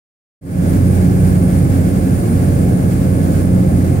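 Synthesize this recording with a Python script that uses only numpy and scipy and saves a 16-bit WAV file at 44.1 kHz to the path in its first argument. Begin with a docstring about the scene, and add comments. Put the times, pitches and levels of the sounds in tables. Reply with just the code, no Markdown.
"""Out of a brief silence rises the drone of a small propeller aircraft, heard from inside in level flight.
The exhaust sounds harmonics of its firing rate over the boom of the air-buffeted cabin shell.
The propeller adds a buzz at a slightly lower rate, beside a gear hum and a faint high whine.
The slipstream hisses past the windows in small gusts and whistles thinly through a gap."""
import sys
import numpy as np
from scipy import signal
from scipy.fft import rfft, irfft
from scipy.io import wavfile
from scipy.ndimage import uniform_filter1d, minimum_filter1d

SR = 44100
rng = np.random.default_rng(int(sys.argv[2]) if len(sys.argv) > 2 else 0)


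def materialize(psi):
    """Save the field psi as 16-bit PCM at rate SR to the path in sys.argv[1].

    A 1-D psi becomes a single channel; in a 2-D psi each row is a channel.
    """
    bounded = np.clip(np.atleast_2d(psi).T, -1, 1)
    quanta = np.round(bounded * 32767).astype(np.int16)
    wavfile.write(sys.argv[1], SR, quanta)


N = 176400

# Sound field at the two ears: f/Hz, coherence (0-1), lag of the right ear/ms
EAR_COHERENCE = [(60, 1, 0), (160, 0.92, 0.03), (290, 0.91, 0.23), (500, 0.7, 0.42), (800, 0.53, 0.43),
                 (1400, 0.42, .37), (3000, 0.11, .37), (9000, 0, 0.367)]
# Noise density of the slipstream before its trim: f/Hz, left level/dB, right level/dB
SLIPSTREAM_SPECTRUM = [(300, -80, -98), (860, -68, -71), (1290, -71, -68), (1630, -71, -66),
                       (2000, -75.5, -74), (2110, -72, -69.5), (2920, -80, -80.5), (4020, -83, -82),
                       (4720, -83, -77.5), (5800, -85.5, -79), (7000, -78.5, -78.5), (8300, -76.5, -77.5),
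                       (10600, -78.5, -85), (12500, -78.5, -81), (14000, -80, -82), (15200, -80, -79)]
# Course of the gusts before weighting: t/s, relative level/dB
GUSTS = [(.7, 0.1), (1.02, 1), (1.16, -1.3), (1.28, 1), (1.42, -0.5), (1.58, 1.2), (2.02, -.5), (2.18, 1.7),
         (2.4, -.2), (2.62, 1.2), (2.78, -1.5), (2.9, 0.7), (3.1, -1.5), (3.37, 1.2), (3.5, -3), (3.72, -1),
         (4, -2)]
# Noise density of the cabin boom before its trim: f/Hz, left level/dB, right level/dB
SHELL_SPECTRUM = [(15, -72, -72), (29.8, -49, -51), (46.2, -51, -50.5), (59, -36, -37.5), (79, -45, -41.5),
                  (119, -33.5, -32.5), (166, -36.5, -34.5), (205, -41.5, -38.5), (287.6, -40, -41.5),
                  (412, -52, -50.5), (570, -52, -52), (656, -58.5, -59.5), (800, -62.5, -59),
                  (975, -73, -77), (1500, -88, -78), (3000, -130, -130)]
# Propeller harmonics: multiple of the blade rate, left level/dB, right level/dB
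BLADE_HARMONICS = [(7, -38, -46.5), (8, -41, -54), (9, -50, -42), (10, -52, -57), (12, -55, -45.5),
                   (13, -64, -53), (15, -61, -53.5), (17, -64, -58), (18, -60, -52), (19, -54, -47.5),
                   (23, -64, -52.5), (31, -75, -69)]
# Exhaust harmonics: multiple of the firing rate, left level/dB, right level/dB
FIRING_HARMONICS = [(1, -22.5, -15.5), (2, -18.5, -18), (3, -27, -28), (4, -39.5, -40), (5, -36.5, -48)]

FIRING_HZ, BLADE_HZ, SHAFT_WANDER = 90.58, 89.42, .0007
GEAR_HZ, GEAR_DB, TONE_WAVER_DB = 524.2, -37.5, 1.4
WHINE_HZ, WHINE_DB, WHINE_PAN_DB = 7110, -64, -5
BOOM_TRIM_DB, BOOM_FLUTTER_DB, AIR_TRIM_DB, AIR_FLUTTER_DB = -0.5, 0.04, -0.5, 0.72
GUST_SPLIT_HZ, GUST_LOW_WEIGHT, GUST_HIGH_WEIGHT = 4100, 0.41, 0.84
WHISTLE_HZ, WHISTLE_WIDTH_HZ, WHISTLE_WANDER = 9478, 156, .0003
WHISTLE_NOISE_DB, WHISTLE_CORE_DB, WHISTLE_PAN_DB, WHISTLE_FLUTTER_DB = -66.5, -54.5, 2.5, 1.4
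FADE_START_S, FADE_IN_S, FADE_OUT_S, LOWPASS_HZ = 0.41, 0.27, .006, 15750


def undb(db):
    """Amplitude ratio of a level: tenfold for every 20 dB."""
    return 10 ** (np.asarray(db) / 20)


def drift(rate_hz):
    """Low-pass random process: twice-smoothed steps with zero mean and unit variance."""
    hold = int(SR / rate_hz)
    steps = np.repeat(rng.standard_normal(N // hold + 2), hold)
    smooth = uniform_filter1d(uniform_filter1d(steps, hold), hold)[:N]
    return (smooth - smooth.mean()) / smooth.std()


def bin_hz():
    """Frequencies of the discrete Fourier spectrum."""
    return np.arange(N // 2 + 1) * SR / N


def lookup(table, hz, column):
    """Interpolation of one column on a log-frequency axis."""
    rows = np.array(table, float)
    return np.interp(np.log(hz + 1), np.log(rows[:, 0]), rows[:, column])


def spectral_gain(table):
    """Spectral envelope as left and right amplitude gains."""
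    return undb([lookup(table, bin_hz(), column) for column in (1, 2)])


def pan(db):
    """Interaural level difference, left over right, as two gains."""
    return undb(np.array([[db], [-db]]) / 2)


def right_lag(hz):
    """Interaural time difference: seconds by which the right ear lags."""
    return lookup(EAR_COHERENCE, hz, column=2) / 1000


def turbulence(gain):
    """Partially coherent noise of a given amplitude density; the ears agree most in the bass."""
    hz = bin_hz()
    coherence = np.clip(lookup(EAR_COHERENCE, hz, column=1), 0, .99)
    mid, side = rfft(rng.standard_normal((2, N))) * np.sqrt([1 + coherence, 1 - coherence])
    delay = np.exp(-2j * np.pi * hz * right_lag(hz))
    ears = np.array([mid + side, (mid - side) * delay])
    return irfft(ears * gain * np.sqrt(SR) / 2, N)


def tone(hz, db, clock):
    """Amplitude modulation: a sinusoid locked to a clock wavers on its way through the cabin."""
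    cycles = hz * np.array([clock, clock - right_lag(hz)]) + rng.random()
    level_db = np.reshape(db, (-1, 1)) + TONE_WAVER_DB * drift(6.025)
    return np.sqrt(2) * undb(level_db) * np.sin(2 * np.pi * cycles)


def gap_whistle(t, gust_db):
    """Resonance: air through a gap excites one narrow band, with a faint pure tone at its centre."""
    resonance = 1 / (1 + 2j * (bin_hz() - WHISTLE_HZ) / WHISTLE_WIDTH_HZ)
    rush = turbulence(undb(WHISTLE_NOISE_DB) * resonance)
    clock = t + WHISTLE_WANDER * np.cumsum(drift(30.4)) / SR
    core = np.sqrt(2) * undb(WHISTLE_CORE_DB) * np.sin(2 * np.pi * WHISTLE_HZ * clock)
    return (rush + core) * pan(WHISTLE_PAN_DB) * undb(gust_db + WHISTLE_FLUTTER_DB * drift(22.24))


def slipstream(gust_db):
    """Turbulent flow along the windows makes broadband hiss; gusts modulate its treble the most."""
    treble_share = 1 / (1 + (GUST_SPLIT_HZ / (bin_hz() + 1)) ** 2)
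    gain = spectral_gain(SLIPSTREAM_SPECTRUM)
    low = turbulence(gain * np.sqrt(1 - treble_share)) * undb(GUST_LOW_WEIGHT * gust_db)
    high = turbulence(gain * np.sqrt(treble_share)) * undb(GUST_HIGH_WEIGHT * gust_db)
    return (low + high) * undb(AIR_TRIM_DB + AIR_FLUTTER_DB * drift(34.8))


def cabin_boom():
    """Forced vibration: buffeting air shakes the shell into a low boom."""
    return turbulence(spectral_gain(SHELL_SPECTRUM)) * undb(BOOM_TRIM_DB + BOOM_FLUTTER_DB * drift(20))


def engine(t):
    """Periodic sources radiate harmonics: exhaust and blades, like hum and whine, follow one shaft."""
    clock = t + SHAFT_WANDER * np.cumsum(drift(2.984)) / SR  # integral of the relative shaft speed
    exhaust = sum(tone(k * FIRING_HZ, (left, right), clock) for k, left, right in FIRING_HARMONICS)
    propeller = sum(tone(k * BLADE_HZ, (left, right), clock) for k, left, right in BLADE_HARMONICS)
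    gear_hum = tone(GEAR_HZ, GEAR_DB, clock)
    whine = pan(WHINE_PAN_DB) * tone(WHINE_HZ, WHINE_DB, clock)
    return exhaust + propeller + gear_hum + whine


def limiter(x, ceiling=.92, window_s=.012):
    """Peak limiting: the gain dips smoothly around peaks that would pass the ceiling."""
    size = int(window_s * SR)
    gain = ceiling / np.maximum(np.abs(x).max(axis=0), ceiling)
    return x * uniform_filter1d(minimum_filter1d(gain, size), size)


def scene():
    """Superposition of engine, shell and airflow at a seat in the cabin."""
    t = np.arange(N) / SR
    gust_db = np.interp(t, *np.array(GUSTS).T)
    return engine(t) + cabin_boom() + slipstream(gust_db) + gap_whistle(t, gust_db)


def record(dry):
    """Peak limiting, linear fades and a steep low-pass filter shape the sum."""
    t = np.arange(N) / SR
    fade_in = np.clip((t - FADE_START_S) / FADE_IN_S, 0, 1)
    fade_out = np.clip((t[-1] - t) / FADE_OUT_S, 0, 1)
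    lowpass = signal.ellip(12, .1, 80, LOWPASS_HZ, fs=SR, output="sos")
    return signal.sosfilt(lowpass, limiter(dry) * fade_in * fade_out)


dry = scene()
out = record(dry)
materialize(out)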